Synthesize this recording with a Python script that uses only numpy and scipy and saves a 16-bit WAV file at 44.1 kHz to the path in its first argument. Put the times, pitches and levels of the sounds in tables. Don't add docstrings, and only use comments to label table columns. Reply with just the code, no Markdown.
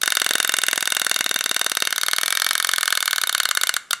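import sys
import numpy as np
from scipy import signal
from scipy.fft import rfft, irfft
from scipy.io import wavfile
from scipy.ndimage import uniform_filter1d

SR = 44100
rng = np.random.default_rng(int(sys.argv[2]) if len(sys.argv) > 2 else 0)


def wav_record(signal):
    frames = np.transpose(np.atleast_2d(signal))
    bounded = np.clip(frames, -1, 1)
    quanta = np.round(bounded * 32767).astype(np.int16)
    wavfile.write(sys.argv[1], SR, quanta)


N = 176400

# (frequency [Hz], relative density [dB])
ROOM_TONE = [(20, -13), (60, -10.5), (170, -4), (400, -6), (1000, -10), (4000, -13), (10000, -18.5),
             (16000, -38)]
# (frequency [Hz], t60 [s])
ROOM_T60 = [(200, 1.5), (1500, 0.5764), (4000, 0.3248), (8000, 0.48), (15000, 0.3)]
# (frequency [Hz], level [dB])
ROOM_COLOUR = [(100, -15.5), (400, -20), (1000, -14), (1500, -13.8), (2200, -9.8), (3000, -11.3),
               (4000, -13.2), (8000, -15), (15000, -19.5)]
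# (open time [s], click level [dB], shut time [s], clack level [dB], thud level [dB])
BITES = [(0.0159, -0.4, 0.0337, 0.16, -5), (0.0588, -0.06, 0.0768, 0.15, -3),
         (0.1032, -0.03, 0.1214, -0.6, -7.5), (0.1517, 1.65, 0.1698, 0.5, -4.5),
         (0.1992, 0.7, 0.2174, 0.4, -3), (0.2448, 0.5, 0.2631, 0.26, -2.5), (0.2907, 1.5, 0.3088, 0.4, -1),
         (0.3352, 1.8, 0.354, 0.45, -1), (0.3819, 0.62, 0.401, 1, -4.5), (0.4284, 0.1, 0.4473, -0.55, -4),
         (0.4754, 1, 0.4936, -0.0, -3.5), (0.5205, -0.5, 0.5394, 0.4, -2.5), (0.5673, 0.5, 0.5861, 0.5, -7),
         (0.617, -0.52, 0.636, 0.1, -8.5), (0.6654, -0.6, 0.6839, 0.91, -5.5),
         (0.712, -0.28, 0.7304, 0.3, -1), (0.7585, -1.4, 0.7773, 0.1, -2), (0.8073, 0, 0.8262, -1, -4),
         (0.8556, -0.62, 0.8745, -0.9, -8.5), (0.9029, -0.15, 0.9216, 0.85, -5),
         (0.9492, 0, 0.9675, 0.54, -4), (0.997, 0.58, 1.0165, -0.5, -2), (1.047, 0.12, 1.0657, 0.0, -3),
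         (1.0955, -0.17, 1.1134, 1.0, -2.5), (1.1428, -1.35, 1.1615, 0.66, -4.5),
         (1.1895, -0.66, 1.2084, 0.5, -1.5), (1.2426, -1.43, 1.2618, -0.86, -0.5),
         (1.2924, -1.5, 1.3116, -1.5, 1), (1.3422, -0.13, 1.3605, -0.0, -2.5),
         (1.3894, -1, 1.4089, -2.5, -8.5), (1.4403, 0.17, 1.4601, -0.93, -3),
         (1.4932, -1, 1.5127, -0.6, -1), (1.5446, -1.5, 1.5641, 0.05, -4),
         (1.5939, -0.5, 1.6136, -0.13, -0.5), (1.6442, -1, 1.6638, -0.2, 1.5),
         (1.6972, -1.23, 1.7172, -1.13, -3.5), (1.7511, -1, 1.7703, -0.48, -1.5),
         (1.8028, -1.67, 1.8223, 0, -0.5), (1.8517, -0.83, 1.8723, -1.34, -6),
         (1.906, -1.37, 1.9261, -0.79, -11), (1.9605, -0.5, 1.9805, -0.85, -18),
         (2.0132, -0.07, 2.0332, -1.0, -15), (2.0635, 0.68, 2.0835, -0.54, -8),
         (2.1126, -0.43, 2.1326, -0.5, -8), (2.1633, 0.25, 2.1838, -0.83, -6),
         (2.2126, 1.3, 2.233, -1.1, -8), (2.2596, 2.8, 2.2799, -1.13, -11),
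         (2.3048, 2.48, 2.3249, 0.07, -12.5), (2.3516, 2, 2.3721, -0.13, -17),
         (2.3989, 1, 2.4192, 0.5, -11), (2.445, 2.32, 2.4648, -0.24, -8.5),
         (2.4889, -0.27, 2.5091, 0.5, -12.5), (2.532, 0.1, 2.5528, -0.08, -14.5),
         (2.579, 0, 2.6001, -0.6, -17.5), (2.6257, 0.2, 2.6466, 0.5, -18),
         (2.6705, 0.0, 2.6908, 0.42, -14.5), (2.7143, -0.53, 2.7353, -0.19, -15),
         (2.7606, 0.32, 2.7819, -0.5, -16.5), (2.8094, 0.74, 2.8305, 0.1, -19),
         (2.8566, -0.5, 2.8777, 0.5, -17.5), (2.9043, 0.76, 2.9252, 1, -14),
         (2.9523, 1.68, 2.9736, 0.5, -15), (3.0049, 1.9, 3.0265, -0.43, -18),
         (3.0571, 1.52, 3.0779, -0.0, -12.5), (3.1093, 1.08, 3.1303, 0.76, -17.5),
         (3.1602, 1.66, 3.1814, -0.95, -16), (3.2147, 2.94, 3.2364, -0.6, -17),
         (3.272, 2.35, 3.2941, -0.68, -15), (3.3272, 0.5, 3.3487, 1, -16), (3.3795, 1, 3.4009, 1.17, -16),
         (3.4324, 0.47, 3.4543, 0.78, -16.5), (3.489, 1.8, 3.5113, 0.17, -17),
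         (3.5502, 1.24, 3.5723, 1, -17), (3.613, 2.2, 3.6344, 1.59, -14.5),
         (3.6709, 1.5, 3.6927, 1.36, -17.5), (3.7405, 1.6, 3.7651, -1.5, -19.5),
         (3.9086, 4, 3.9308, 0.79, -21)]
# (frequency [Hz], width [Hz], height [dB])
CAM_MODES = [(1291, 144, 7.5), (1475, 226, 11.5), (2241.6, 121, 9), (3120, 154, 4.5), (3684, 728, 17),
             (4552, 344, 13), (5835, 610, 9), (7380, 360, 3), (9175, 360, 6.5), (10627, 1938, 13.5),
             (11540, 766, 12.5), (13950, 2680, 18.5)]
# (frequency [Hz], level [dB])
CAM_COLOUR = [(30, -28.5), (100, -26), (250, -15), (600, -1), (1000, -3.5), (2550, -0.5), (5200, -4),
              (8500, -2.5), (12500, -13.5), (15500, -16.5)]
# (held frequency [Hz], free frequency [Hz], width [Hz], held height [dB],
# free height [dB])
JAW_MODES = [(1299, 1259, 213.2, 4.5, 12), (1509.5, 1526.5, 242.5, 15.5, 18),
             (1766, 1758.7, 274.5, 13, 15.5), (2123, 2191, 329.3, 13.5, 16), (2796, 2911, 397.6, 21, 15.5),
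             (3136, 3350, 513, 6, 10.5), (3644.4, 3680, 330, 19, 8), (4384, 4313, 485, 10, 12),
             (5982, 6205, 292, 8.5, 8.5), (6810, 7016, 446, 3.5, 5), (7844, 7950, 1130, 7, 6.5),
             (9843, 9738, 738, 7.5, 8.5), (10900, 11320, 1840, 6.5, 8)]
# (frequency [Hz], level [dB])
JAW_COLOUR = [(30, -25), (80, -20), (140, -11.5), (250, -4.5), (400, 1), (700, 5), (900, 3), (1100, 5),
              (2550, -5.5), (5200, 6.5), (8500, 2.5), (12500, -2), (15500, -6)]
# (time [s], lift [0 held, 1 free])
FINGER_LIFT = [(0, 0.393), (.4, 0.11), (1.2, 0), (1.8, 0.117), (2.05, 0.753), (2.4, 0.84), (3.0, 1),
               (4, 0.62)]
# (time [s], frequency factor [ratio])
GRIP_DETUNE = [(0, 0.9902), (1.8, 1.0133), (2.08, 0.975), (2.3, 1.047), (2.7, 0.993), (3.1, 0.9934),
               (3.65, 0.971), (3.93, 0.933)]
# (frequency [Hz], coherence [0..1])
MIC_COHERENCE = [(30, .45), (250, .6), (600, .75), (1500, 0.9964), (3500, 0.9626), (7000, 0.855),
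                 (12000, 0.163)]
# (frequency [Hz], left minus right [dB])
MIC_BALANCE = [(60, 2.5), (200, -4), (600, -1.59), (1500, 0), (6400, -0.08), (9800, -1.5), (12000, 0),
               (15000, 3.5)]
# (frequency [Hz], left lead [rad])
MIC_PHASE = [(30, 0.33), (340, 0.173), (2500, 0), (6000, 0), (9300, 0.044), (10400, 0.74), (12100, 1.14),
             (14000, 0.71), (16000, 0.65)]

CAM_BURST = dict(crack_t60_s=.013, rattle_db=-12, rattle_t60_s=.02)
JAW_BURST = dict(crack_t60_s=.0154, rattle_db=-10.5, rattle_t60_s=.0307)
GRIP_BELOW_HZ, THUD_BELOW_HZ, THUD_REF_DB = 2300, 556, -13.5
KNOCK_HZ, KNOCK_WIDTH_HZ, KNOCK_DB = 1130, 170, 2.5
DRIFT_DB, DRIFT_STEP_S, DRIFT_ABOVE_HZ = 2.4, .4, 2500
SLIP_S, RISE_S, JITTER_S = .0014, .0003, .00006
HIT_SAMPLES, LEAD_SAMPLES = 4096, 256
HIT_HZ, HIT_S = np.fft.rfftfreq(HIT_SAMPLES, 1 / SR), (np.arange(HIT_SAMPLES) - LEAD_SAMPLES) / SR


def amp(db):
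    return 10 ** (np.asarray(db) / 20)


def unit(x):
    return x / np.sqrt(np.sum(x ** 2) + 1e-20)


def lookup(table, hz):
    table_hz, value = np.transpose(table)
    return np.interp(np.log(hz + 1), np.log(table_hz + 1), value)


def diffuse(spectra, hz, side_db=0):
    coherence = lookup(MIC_COHERENCE, hz)
    mid = spectra[0] * np.sqrt((1 + coherence) / 2)
    side = spectra[1] * np.sqrt((1 - coherence) / 2) * amp(side_db)
    return np.array([mid + side, mid - side])


def room_tone(rms_db=-58.5):
    hz = np.fft.rfftfreq(N, 1 / SR)
    spectra = diffuse(rfft(rng.standard_normal((2, N))), hz) * amp(lookup(ROOM_TONE, hz))
    return amp(rms_db) * unit(irfft(spectra, N)) * np.sqrt(2 * N)


def reflections(toy, early_db=-1.5, early_t60_s=.132, gap_s=.00219):
    hz, t, noise = signal.stft(rng.standard_normal((2, SR // 2)), SR, nperseg=256)
    hz = hz[:, None]
    decay = amp(-60 * t / lookup(ROOM_T60, hz)) + amp(early_db - 60 * t / early_t60_s)
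    decay = decay / np.sqrt((decay ** 2).mean(1, keepdims=True)) * amp(lookup(ROOM_COLOUR, hz))
    tail = signal.istft(diffuse(noise * decay, hz), SR, nperseg=256)[1]
    onset = np.clip(np.arange(tail.shape[1]) / SR / gap_s - 1, 0, 1)
    tail = tail * onset / np.sqrt(tail.shape[1])
    return signal.fftconvolve(toy.mean(0)[None], tail, axes=1)[:, :N]


def lingering_ring(toy, centre_hz=2225, spread_hz=85, t60_s=.42, level_db=-30):
    t = np.arange(SR // 2) / SR
    tones_hz = centre_hz + spread_hz * np.linspace(-1, 1, 10)
    tones = sum(np.sin(2 * np.pi * (hz * t + rng.random())) for hz in tones_hz)
    ring = amp(level_db) * unit(tones * amp(-60 * t / t60_s))
    return signal.fftconvolve(toy.mean(0), ring)[:N]


def minimum_phase(gain_db):
    log_gain = np.log(amp(np.r_[gain_db, gain_db[-2:0:-1]]))
    return np.exp(np.conj(signal.hilbert(log_gain)))[:len(gain_db)]


def resonances_db(hz, width_hz, height_db, scatter_db=.63):
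    height_db = height_db + scatter_db * rng.standard_normal(len(hz))
    return (height_db / (1 + (2 * (HIT_HZ[:, None] - hz) / width_hz) ** 2)).sum(1)


def burst(crack_t60_s, rattle_db, rattle_t60_s, flatten_passes=0):
    crack = amp(-60 * abs(HIT_S) / crack_t60_s)
    rattle = amp(rattle_db - 60 * abs(HIT_S) / rattle_t60_s)
    envelope = np.clip(HIT_S / RISE_S, 0, 1) * np.hypot(crack, rattle)
    noise = rng.standard_normal((2, HIT_SAMPLES)) * envelope
    for _ in range(flatten_passes):
        spectra = rfft(noise)
        white = irfft(spectra / (abs(spectra) + 1e-9))
        local_rms = np.sqrt(abs(uniform_filter1d(white ** 2, size=31)) + 1e-20)
        noise = envelope * np.tanh(.5 * white / local_rms)
    return diffuse(rfft([unit(noise[0]), unit(noise[1])]), HIT_HZ, side_db=-4)


def impact(body_db, repeated, fresh, fresh_share, slip_db, gain_db):
    contact = np.sqrt(1 - fresh_share) * repeated + np.sqrt(fresh_share) * fresh
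    swell = (HIT_S < 0) * np.exp(-abs(HIT_S) / SLIP_S)
    slip = rfft(unit(rng.standard_normal(HIT_SAMPLES) * swell))
    return irfft((contact + amp(slip_db) * slip) * minimum_phase(body_db + gain_db))


def add_hit(mix, time_s, hit):
    start = round((time_s + HIT_S[0] + rng.normal(0, JITTER_S)) * SR)
    span = mix[:, max(start, 0):start + hit.shape[1]]
    span += hit[:, max(-start, 0):][:, :span.shape[1]]


def cam_clicks():
    out, repeated = np.zeros((2, N)), burst(**CAM_BURST, flatten_passes=14)
    for open_s, click_db, *_ in BITES:
        body_db = lookup(CAM_COLOUR, HIT_HZ) + resonances_db(*np.transpose(CAM_MODES)) + click_db
        click = impact(body_db, repeated, burst(**CAM_BURST), fresh_share=.3, slip_db=-20, gain_db=.2)
        add_hit(out, open_s, click)
    return out


def hand_ripples_db():
    noise = rng.standard_normal((40, len(HIT_HZ)))
    ripple = uniform_filter1d(uniform_filter1d(noise, size=24), size=24)
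    return DRIFT_DB * ripple / ripple.std() * HIT_HZ ** 2 / (HIT_HZ ** 2 + DRIFT_ABOVE_HZ ** 2)


def jaw_ring_db(time_s, ripples_db):
    held_hz, free_hz, width_hz, held_db, free_db = np.transpose(JAW_MODES)
    lift = np.interp(time_s, *np.transpose(FINGER_LIFT))
    detune = np.interp(time_s, *np.transpose(GRIP_DETUNE))
    hz = held_hz + lift * (free_hz - held_hz)
    hz *= np.where(hz < GRIP_BELOW_HZ, detune, 1)
    modes_db = resonances_db(hz, width_hz, held_db + lift * (free_db - held_db))
    knock_db = resonances_db([KNOCK_HZ], KNOCK_WIDTH_HZ, lift * KNOCK_DB)
    pose_weights = unit(np.exp(-(np.arange(len(ripples_db)) - time_s / DRIFT_STEP_S) ** 2))
    return modes_db + knock_db + pose_weights @ ripples_db


def jaw_clacks():
    out, repeated = np.zeros((2, N)), burst(**JAW_BURST, flatten_passes=14)
    ripples_db = hand_ripples_db()
    for _, _, shut_s, clack_db, thud_db in BITES:
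        shelf_db = (thud_db - THUD_REF_DB) / (1 + (HIT_HZ / THUD_BELOW_HZ) ** 2)
        body_db = lookup(JAW_COLOUR, HIT_HZ) + jaw_ring_db(shut_s, ripples_db) + shelf_db + clack_db
        fresh = burst(**JAW_BURST)
        clack = impact(body_db, repeated, fresh, fresh_share=.0778, slip_db=-19, gain_db=.5863)
        add_hit(out, shut_s, clack)
    return out


def scene():
    toy = cam_clicks() + jaw_clacks()
    return toy + reflections(toy) + lingering_ring(toy) + room_tone()


def record(dry, cutoff_hz=16200):
    hz, side = np.fft.rfftfreq(2 * N, 1 / SR), np.array([[.5], [-.5]])
    ports = amp(side * lookup(MIC_BALANCE, hz)) * np.exp(1j * side * lookup(MIC_PHASE, hz))
    heard = irfft(rfft(dry, 2 * N) * ports)[:, :N]
    lowpass = signal.firwin(255, cutoff_hz, window=("kaiser", 9), fs=SR)
    return signal.oaconvolve(heard, lowpass[None], "same")


dry = scene()
out = record(dry)
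wav_record(out)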